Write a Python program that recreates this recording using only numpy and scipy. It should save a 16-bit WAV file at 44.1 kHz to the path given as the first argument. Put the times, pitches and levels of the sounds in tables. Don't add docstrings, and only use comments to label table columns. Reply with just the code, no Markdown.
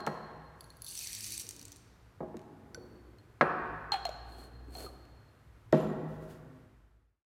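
import sys
import numpy as np
from scipy import signal
from scipy.fft import rfft, irfft, next_fast_len
from scipy.io import wavfile

SR = 44100
rng = np.random.default_rng(int(sys.argv[2]) if len(sys.argv) > 2 else 0)


def dump_mix(stems):
    frames = np.atleast_2d(stems).T
    limited = np.clip(frames, -1, 1)
    pcm = np.round(limited * 32767).astype(np.int16)
    wavfile.write(sys.argv[1], SR, pcm)


N = 320607
LEAD = SR // 4
TIME = np.arange(-LEAD, N) / SR
AGE = np.arange(SR // 2) / SR


def from_db(db):
    return 10 ** (np.asarray(db) / 20)


def rms_one(x):
    return x / np.sqrt(np.mean(x ** 2) + 1e-20)


def peak_one(x):
    return x / np.max(np.abs(x))


def at_hz(points, hz):
    f, value = np.transpose(points)
    return np.interp(np.log(hz + 0.00087), np.log(f), value)


def add(out, s, sound):
    start = max(round(s * SR) + LEAD, 0)
    out[start:start + len(sound)] += sound[:len(out) - start]


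def dying(t60, age=AGE):
    return np.exp(-np.log(1000) * age / max(t60, 1e-4))


def swell(s, length, db, attack_s, release_s):
    away = np.maximum((s - TIME) / attack_s, (TIME - s - length) / release_s)
    return from_db(db) * dying(1, np.clip(away, 0, 10))


def strokes(rows, attack_s, release_s):
    return sum(swell(s, length, db, attack_s, release_s) for s, length, db in rows)


def keep_side(x, side, hz, order):
    return signal.sosfilt(signal.butter(order, hz, side, fs=SR, output="sos"), x)


def colour(x, spectrum):
    size = next_fast_len(len(x) + SR // 10) * 2
    hz = np.arange(size // 2 + 1) * SR / size
    gain = from_db(at_hz(spectrum, hz)) * np.clip(hz / spectrum[0][0], 1e-2, 1) ** 2
    cepstrum = irfft(np.log(gain))
    cepstrum[1:size // 2] *= 2
    cepstrum[size // 2 + 1:] = 0
    return irfft(rfft(x, size) * np.exp(rfft(cepstrum)))[:len(x)]


def resonate(x, hz, width_hz):
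    return signal.lfilter(*signal.iirpeak(hz, hz / width_hz, fs=SR), x + 1e-18)


def sing(x, hz, width_hz):
    return resonate(resonate(x, hz, width_hz), hz, width_hz)


def noise(spectrum):
    return rms_one(colour(rng.standard_normal(len(TIME)), spectrum))


def burst(spectrum, t60, snap):
    age = AGE[:SR // 8]
    push = rng.standard_normal(len(age)) * dying(t60, age)
    push[0] = snap * np.sqrt(np.sum(push ** 2))
    return np.pad(peak_one(colour(push, spectrum)), (0, len(AGE) - len(age)))


def struck(notes, vary_db):
    ring = 0
    for k, (hz, db, t60) in enumerate(notes):
        gain = (-1) ** k * from_db(db + vary_db * rng.standard_normal())
        ring = ring + gain * dying(t60) * np.sin(2 * np.pi * hz * AGE)
    return ring


def grains(per_s, spread_db):
    out = np.zeros(len(TIME))
    place, chance, sign = rng.random((int(per_s * len(TIME) / SR), 3)).T
    size = np.minimum(-np.log(1 - chance), 3.5)
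    out[(place * len(TIME)).astype(int)] = from_db(spread_db * size) * np.sign(sign - .5)
    return out


# t/s, relative level/dB, treble edge/Hz, bass edge/Hz,
# the object's own note/Hz, its share/dB, relative share of the wood's ring/dB, flexing level/dB
KNOCKS = [(-0.17, -17.5, 1330, 170, 990, -5, 0.5, -37), (0.071, -22.5, 1640, 110, 960, -3.5, -5, -36),
          (2.2052, -29.5, 450, 120, 780, -1, -3, -40), (2.228, -30, 420, 130, 645, 1.5, -3, -58),
          (2.343, -34, 418, 202.5, 339.3, 2, -2.5, -58.5), (3.411, -11.5, 3000, 420, 1135, 0, -9.5, -31.5),
          (3.4163, -19.5, 2100, 400, 540, 6, -9.5, -54.5), (3.4269, -19, 920, 300, 493, 1.5, -13.5, -54.5),
          (5.7285, -11, 410, 100, 560, 1.5, -3, -19.5), (5.744, -19.5, 400, 120, 215, 3, -6, -54)]
# f/Hz, level/dB
THUMP_COLOUR = [(125, -18.5), (160, 4.5), (450, 4.5), (700, 3), (1100, 2), (1350, -0.5), (1620, 4),
                (2100, -4), (2550, -7), (3000, -16.5), (4500, -16.5), (8000, -26), (16000, -15.5)]
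# f/Hz, level/dB, ring time/s
TABLE_NOTES = [(212.2, 1.5, 0.2), (238.5, -4.5, 0.084), (314.6, -0.5, 0.16), (359.2, -6, 0.32),
               (407, -0.5, 0.16), (449, -1.5, 0.066), (535, -5, .13), (629.5, 2, 0.2), (729, -3, 0.14),
               (816, 0, 0.3), (936, -9, 0.086), (1055, -8, 0.17), (1106.6, 1.5, 0.059), (1272, -1.5, 0.099),
               (1351, -6.5, 0.16), (1575, 1.5, 0.085), (1643, -1.5, 0.052), (1908, -1, 0.12),
               (2200, -3, 0.05), (2522, -15.5, 0.08)]
def table_knocks(spread):
    out = np.zeros(len(TIME))
    flex_hz, ring_boost_db = 155.4, 0 if spread else 2.5
    flex = (1 - np.exp(-AGE / 0.005)) * dying(0.28) * np.sin(2 * np.pi * flex_hz * AGE)
    thump_t60, snap = (0.02, 3.0) if spread else (0.044, 0.38)
    for s, db, treble_hz, bass_hz, object_hz, object_db, ring_db, flex_db in KNOCKS:
        thump = rms_one(burst(THUMP_COLOUR, thump_t60, snap))
        ring = rms_one(struck(TABLE_NOTES, vary_db=2.5))
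        wood = thump + from_db(ring_db + ring_boost_db) * ring
        wood += from_db(object_db) * resonate(wood, object_hz, object_hz / 3.6)
        wood = keep_side(wood, "low", treble_hz, order=2)
        wood = keep_side(wood, "high", bass_hz, order=1)
        wood = keep_side(wood, "high", 125, order=3)
        add(out, s, from_db(db - 22.5) * rms_one(wood) + from_db(flex_db) * flex)
    return out


# t/s, tick level/dB, ring level/dB
CLINKS = [(-0.17, -31, -26), (0.004, -42, -49), (0.0656, -28.5, -50), (0.076, -38.5, -52),
          (2.369, -45, -75), (2.3933, -48.5, -82.5), (2.416, -55, -75.5), (3.185, -55.5, -63.5),
          (3.412, -47.5, -49), (3.9197, -30.5, -22.5), (3.93, -43.5, -44), (3.9397, -40, -33),
          (4.053, -26.5, -35), (4.067, -40, -67), (4.0915, -37, -78), (4.752, -42.5, -43),
          (5.053, -54, -69), (5.7253, -35, -61.5)]
# f/Hz, level/dB, ring time/s
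BODY_NOTES = [(3170, -17, 0.035), (3296, -24.5, 0.24), (3780, -29, 0.11), (4215, 1.5, 0.1),
              (4200, -15, 0.06), (4272, -11, 0.09), (4340, -14.5, 0.05), (5523, -28.5, 0.017),
              (7320, -2.5, .06), (9020, -1, 0.11), (9040, 0, 0.08), (11600, -9, 0.057), (13400, -15.5, .06)]
# f/Hz, level/dB
TICK_COLOUR = [(500, -2.5), (1500, 5), (3000, 6), (4500, -0.5), (7000, -1.5), (11000, -10), (14000, -11),
               (16000, -18)]
def steel_clinks():
    out = np.zeros(len(TIME))
    split_hz, high_db = 7000, -29
    low_notes = [note for note in BODY_NOTES if note[0] < split_hz]
    high_notes = [note for note in BODY_NOTES if note[0] >= split_hz]
    for s, tick_db, ring_db in CLINKS:
        ring = struck(low_notes, vary_db=-1.0) + from_db(high_db) * struck(high_notes, vary_db=4.5)
        tick = burst(TICK_COLOUR, t60=0.013, snap=0.35)
        add(out, s, from_db(tick_db) * tick + from_db(ring_db) * ring)
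    return out


# f/Hz, ring time/s
ECHO_TIMES = [(100, 1.5), (260, 1.59), (700, 1.55), (1800, 2), (4300, 1.5), (8000, 0.5), (15000, 0.76)]
# f/Hz, level/dB
ECHO_LEVELS = [(60, -11), (160, -1.5), (500, -3.5), (1200, -1.5), (2200, -6.5), (4300, -10), (7000, -10.5),
               (15000, -12)]
def room_echo(x):
    age = np.arange(2 * SR) / SR
    white, response = rng.standard_normal((2, len(age))), 0
    edges = 60 * 2 ** (np.arange(17) / 2)
    for k, (low, high) in enumerate(zip(edges, edges[1:])):
        hz = np.sqrt(low * high)
        band = signal.sosfilt(signal.butter(2, [low, high], "band", fs=SR, output="sos"), white[k % 2])
        tail = band * dying(at_hz(ECHO_TIMES, hz), age) * (1 - np.exp(-age / 0.0028))
        tail *= np.sqrt(2 * (high - low) / SR / np.sum(tail ** 2))
        response = response + from_db(at_hz(ECHO_LEVELS, hz)) * tail
    return signal.fftconvolve(x, response)[:len(x)]


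# t/s, length/s, level/dB
RUMBLE_SWELLS = [(3.7, 1, -67), (5.7, 0.36, -63.5)]
# f/Hz, level/dB
RUMBLE_COLOUR = [(20, -21), (40, -0.5), (52, 2), (61, 15.5), (80, -11.5), (108, 9), (135, -10.5),
                 (250, -52)]
AIR_COLOUR = [(100, 7.5), (300, -12.5), (700, -12.5), (1500, -13), (3000, -24.5), (6000, -31.5),
              (14000, -35.5), (15000, -40), (15500, -57)]
def room_noise():
    steady = from_db(-62.5)
    rumble = (steady + strokes(RUMBLE_SWELLS, attack_s=0.92, release_s=2.3)) * noise(RUMBLE_COLOUR)
    return rumble + steady * noise(AIR_COLOUR)


# f/Hz, level/dB
HOPPER_COLOUR = [(900, -25.5), (1700, -2.5), (2400, -5), (3400, -7), (4500, -1), (5100, -4.5), (5850, 2),
                 (6900, -3), (8400, 0.5), (9500, -3.5), (10900, -4), (12200, -7.5), (13500, -11),
                 (16000, -10.5)]
def bean_click():
    return keep_side(burst(HOPPER_COLOUR, t60=0.012, snap=0.5), "high", 2800, order=3)


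# t/s, level/dB, treble tilt/(dB per octave)
PINGS = [(0.004, -56, 0), (0.066, -44, -8), (0.6076, -39.5, 2), (0.642, -46.5, -1), (0.703, -44.5, -3),
         (0.769, -51, 9), (0.82, -33, 4), (0.845, -36, 2), (0.865, -35.5, -2.5), (0.882, -35.5, -1)]
# f/Hz, level/dB, ring time/s
WALL_NOTES = [(3540, -4, 0.008), (4300, 0.5, 0.03), (4610, 0, 0.021), (6620, -18.5, 0.023),
              (8200, -25, 0.025), (10680, -0.5, 0.022), (11040, 1, 0.022), (13500, -6, 0.028),
              (15500, -14, .02)]
def bean_pings():
    out = np.zeros(len(TIME))
    for s, db, tilt_db in PINGS:
        notes = [(hz * (1 + 0.005 * rng.standard_normal()), note_db + tilt_db * np.log2(hz), t60)
                 for hz, note_db, t60 in WALL_NOTES]
        ring = peak_one(struck(notes, vary_db=3.5))
        add(out, s, from_db(db) * (ring + from_db(-4.5) * bean_click()))
    return out


POUR_START_S, POUR_END_S, POUR_ATTACK_S = 0.885, 1.415, 0.16
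# t/s, length/s, level/dB
SURGES = [(0.97, 0.072, -52), (1.04, 0.065, -58.5), (1.125, 0.062, -59), (1.235, 0.044, -53),
          (1.32, 0.021, -48.5), (1.395, 0.027, -54.5)]
def bean_flow():
    creep_s = 0.29
    creep = swell(POUR_START_S - creep_s, creep_s, -77.5, POUR_ATTACK_S, release_s=0.06)
    pour = swell(POUR_START_S, POUR_END_S - POUR_START_S, -49, POUR_ATTACK_S, release_s=0.06)
    trickle = swell(POUR_END_S, 0, -62.5, POUR_ATTACK_S, release_s=0.73)
    return creep + pour + strokes(SURGES, attack_s=0.042, release_s=0.069) + trickle


# t/s, f/Hz
HOLLOW_PITCH = [(0.85, 3100), (1.17, 1750), (1.45, 2780)]
# f/Hz, width/Hz, level/dB
HOPPER_NOTES = [(2500, 110, -7.5), (3740, 160, -15.5), (4520, 140, 0.5), (5950, 140, -5.5), (11030, 180, 2),
                (13480, 199, 0)]
def bean_stream():
    lowest_hz, stream = np.interp(TIME, *np.transpose(HOLLOW_PITCH)), 0
    for hz in np.geomspace(1700, 15000, num=40):
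        carried = np.minimum(hz / lowest_hz, 1) ** 7
        collisions = resonate(grains(per_s=280, spread_db=4.5), hz, width_hz=230)
        stream = stream + carried * collisions * hz ** 0.5
    stream = colour(stream, HOPPER_COLOUR)
    ring = sum(from_db(db) * resonate(stream, hz, width) for hz, width, db in HOPPER_NOTES)
    return bean_flow() * rms_one(stream + ring)


def bean_jingle():
    jingle = sum(from_db(db) * resonate(grains(per_s=160, spread_db=3.5), hz, width_hz=130)
                 for hz, db, _ in WALL_NOTES)
    return swell(POUR_START_S, 0, -50.5, POUR_ATTACK_S, release_s=0.87) * rms_one(jingle)


# t/s, level/dB, f/Hz
BEAN_DROPS = [(0.9527, -29.5, 9230), (0.9757, -30.5, 5700), (0.9903, -29.5, 5900), (1.0724, -26.5, 6000),
              (1.131, -26.5, 5900), (1.1497, -25.5, 5650), (1.207, -30, 4720), (1.243, -28.5, 5850),
              (1.267, -28, 5830), (1.3053, -31, 4860), (1.3224, -29, 5900), (1.3782, -25, 8340),
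              (1.3972, -26.5, 5700), (1.4021, -29.5, 4520), (1.4671, -38, 5720), (1.49, -27.5, 6150),
              (1.509, -29, 6940), (1.564, -39.5, 6300), (1.5943, -37.5, 5730), (1.614, -35.5, 4420),
              (1.6274, -38.5, 6200), (1.653, -35, 7200), (1.6818, -39.5, 7000), (1.719, -37.5, 6250),
              (1.7264, -44, 6090), (1.761, -42, 8650), (1.7678, -42.5, 6290)]
def bean_drops():
    out = np.zeros(len(TIME))
    for s, db, hz in BEAN_DROPS:
        click = bean_click()
        add(out, s, from_db(db) * peak_one(click + 2.5 * resonate(click, hz, width_hz=230)))
    return out


# t/s, length/s, f/Hz, level/dB
HUMS = [(1.18, 0.14, 105.4, -59), (1.188, 0.17, 209, -62.5), (1.29, 0.08, 314, -65),
        (1.532, 0.15, 285.8, -61.5), (6.452, 0.094, 258.6, -55), (6.47, 0.1, 124.1, -56.5),
        (6.803, 0.3, 52.1, -54)]
def hums():
    return sum(swell(s, length, db, attack_s=0.35, release_s=0.87) * np.sin(2 * np.pi * hz * TIME)
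               for s, length, hz, db in HUMS)


# t/s, level/dB, starting f/Hz, ring time/s
PUFFS = [(1.441, -53, 498, 0.082), (2.776, -35.5, 480, 0.041), (3.9195, -25, 872, 0.084),
         (3.9405, -23, 835, 0.094), (4.054, -24.5, 740, 0.075), (4.0915, -21.5, 660, 0.019),
         (4.683, -42, 320, 0.054), (4.751, -42, 770, 0.11), (4.845, -36, 412, 0.059),
         (4.864, -39.5, 1300, 0.059)]
def jar_air():
    out = np.zeros(len(TIME))
    onset = 1 - np.exp(-AGE / 0.0011)
    glide = 1 - 0.19 * (1 - np.exp(-AGE / 0.026))
    for s, db, hz, t60 in PUFFS:
        tone = np.sin(2 * np.pi * np.cumsum(hz * glide) / SR)
        add(out, s, from_db(db) * onset * dying(t60) * tone)
    return out


# t/s, length/s, level/dB
GRIPS = [(1.47, 0.18, -68.5), (2.8, 0.038, -54.5), (4.38, 0.014, -58.5), (4.72, 0.15, -64.5),
         (6.25, 0.15, -68)]
RUBS = [(6.09, 0.067, -72), (6.225, 0.016, -69.5), (6.305, 0.013, -63)]
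# f/Hz, level/dB
GRIP_COLOUR = [(100, -1.5), (170, -3), (350, 4), (700, -13.5), (1400, -17.5), (3000, -43)]
SKIN_COLOUR = [(1500, 11), (4000, 3.5), (9000, -1), (13000, -1), (16000, -7)]
def hands():
    shuffling = from_db(-73.5) + strokes(GRIPS, attack_s=0.93, release_s=1.0)
    brushing = strokes(RUBS, attack_s=0.118, release_s=0.3)
    return brushing * noise(SKIN_COLOUR) + shuffling * noise(GRIP_COLOUR)


# f/Hz, level/dB, ring time/s
JAR_NOTES = [(1450, 0.5, .03), (1520, -1, .09), (2093, -2.5, 0.013), (3570, -1.5, 0.011), (4500, 3, 0.02),
             (5730, 5.5, 0.014), (6090, -2.5, 0.025), (7460, -10, 0.05), (11070, -10.5, 0.054)]
def jar_loosens(s):
    out = np.zeros(len(TIME))
    click = struck(JAR_NOTES, vary_db=0) + 1.3 * burst(TICK_COLOUR, t60=0.018, snap=0.2)
    add(out, s, from_db(-43.5) * click)
    age = np.arange(SR) / SR
    wavering = rms_one(sing(rng.standard_normal(len(age)), hz=4434, width_hz=90))
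    add(out, s, from_db(-66) * wavering * dying(1.1, age))
    return out


# f/Hz, level/dB, ring time/s
JAR_HIGH_NOTES = [(4200, -0.5, .6), (6440, 10.5, .03), (7500, -5.5, 0.2), (9100, 1, 0.27)]
def jar_ping(s):
    out = np.zeros(len(TIME))
    add(out, s, from_db(-65.5) * struck(JAR_HIGH_NOTES, vary_db=-1.5))
    return out


# t/s, f/Hz, level/dB
ENGINE = [(3.45, 50, -78), (3.7, 52.6, -51), (3.95, 53.76, -63), (4.15, 56.8, -50), (4.4, 58.06, -56),
          (4.7, 61.8, -49), (4.95, 62.4, -55.5), (5.15, 65.9, -61.5), (5.5, 70.8, -65), (5.9, 71, -78)]
def engine():
    times, hz, db = np.transpose(ENGINE)
    phase = 2 * np.pi * np.cumsum(np.interp(TIME, times, hz)) / SR
    steps_s = np.arange(-1, 8, 0.09)
    wobbles_db = 2.9 * rng.standard_normal((2, len(steps_s)))
    low, octave = (from_db(np.interp(TIME, steps_s, wobble)) for wobble in wobbles_db)
    tone = low * np.sin(phase) + from_db(-7.5) * octave * np.sin(2 * phase)
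    return from_db(np.interp(TIME, times, db)) * tone


# t/s, length/s, level/dB
GRATES = [(3.921, 0.025, -41), (4.053, 0.008, -56.5)]
# f/Hz, level/dB
RIM_COLOUR = [(900, 5), (1400, 11), (1800, 7), (2400, 3), (3100, 8), (4300, -8.5), (5500, -20),
              (7500, -12.5), (13000, -24.5), (16000, -25)]
def rim_grates():
    scrape = rms_one(colour(grains(per_s=3400, spread_db=1.0), RIM_COLOUR))
    return strokes(GRATES, attack_s=0.006, release_s=0.15) * scrape


# t/s, length/s, level/dB
TWISTS = [(4.295, 0.048, -67.5), (4.39, 0.054, -60.5), (4.765, 0.089, -50.5)]
# f/Hz, level/dB
THREAD_COLOUR = [(300, 13.5), (700, 10.5), (1400, 3.5), (2500, -4.5), (4200, 0.5), (6200, -5), (8500, 0),
                 (13000, -3.5), (16000, -11)]
# f/Hz, width/Hz, level/dB
THREAD_NOTES = [(4262, 110, 24.5), (4390, 220, 14), (13000, 1500, -15)]
def screw_thread():
    catches = grains(per_s=340, spread_db=-0.5)
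    crunch = rng.standard_normal(len(AGE)) * dying(0.0074)
    grit = rms_one(signal.fftconvolve(catches, crunch)[:len(TIME)])
    slips = rms_one(grains(per_s=3000, spread_db=1.5))
    friction = strokes(TWISTS, attack_s=0.2, release_s=0.16) * rms_one(slips + grit)
    ring = sum(from_db(db) * sing(friction, hz, width) for hz, width, db in THREAD_NOTES)
    return colour(friction, THREAD_COLOUR) + ring


# f/Hz, level/dB, ring time/s
FRAME_NOTES = [(626, 0.5, 0.13), (1139, -11, 0.12), (1360, -4.5, 0.057), (1523, -9.5, 0.045),
               (1880, 0.5, 0.035), (1985, -6.5, .035)]
# f/Hz, level/dB
LOOSE_COLOUR = [(1200, 8), (1700, -1), (1900, -6), (2150, 4.5), (3400, 3), (5500, -8.5), (7300, -11),
                (8300, -12), (11400, -21.5), (13300, -17.5), (16000, -32)]
# f/Hz, width/Hz, level/dB
SHIMMER_NOTES = [(7200, 72.6, 5), (9150, 100, -7), (9960, 30, 3), (11360, 35, -1), (13200, 60, -3)]
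def landing(s):
    chatter = rms_one(colour(grains(per_s=5900, spread_db=4.0), LOOSE_COLOUR))
    jolt = swell(s, 0, db=-49.5, attack_s=0.003, release_s=0.037)
    shudder = swell(s, 0, db=-48.5, attack_s=0.003, release_s=0.63)
    fine_clicks = grains(per_s=4100, spread_db=1.5)
    ring = rms_one(sum(from_db(db) * sing(fine_clicks, hz, width) for hz, width, db in SHIMMER_NOTES))
    ring_gain = swell(s + 0.055, 0, db=-65, attack_s=0.27, release_s=0.75) * (TIME > s)
    out = (jolt + shudder) * chatter + ring_gain * ring
    add(out, s, from_db(-30) * struck(FRAME_NOTES, vary_db=0))
    return out


def scene():
    knocks = table_knocks(spread=False)
    glass = jar_loosens(s=2.746) + jar_ping(s=3.4107) + rim_grates() + jar_air()
    beans = bean_stream() + bean_jingle() + bean_drops() + bean_pings()
    metal = steel_clinks() + landing(s=5.7265) + screw_thread() + hands()
    to_walls = table_knocks(spread=True)
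    to_walls += from_db(0.5) * metal + from_db(-7.0) * glass + from_db(2.5) * beans
    echo = room_echo(to_walls)
    background = room_noise() + hums() + engine()
    return (knocks + glass + beans + metal + echo + background)[None, LEAD:]


def record(dry):
    fade_s, cutoff_hz = 0.71, 15900
    fade = np.minimum((N - np.arange(N)) / SR / fade_s, 1) ** 1.55
    return signal.sosfilt(signal.ellip(10, .1, 80, cutoff_hz, fs=SR, output="sos"), dry * fade)


dry = scene()
out = record(dry)
dump_mix(out)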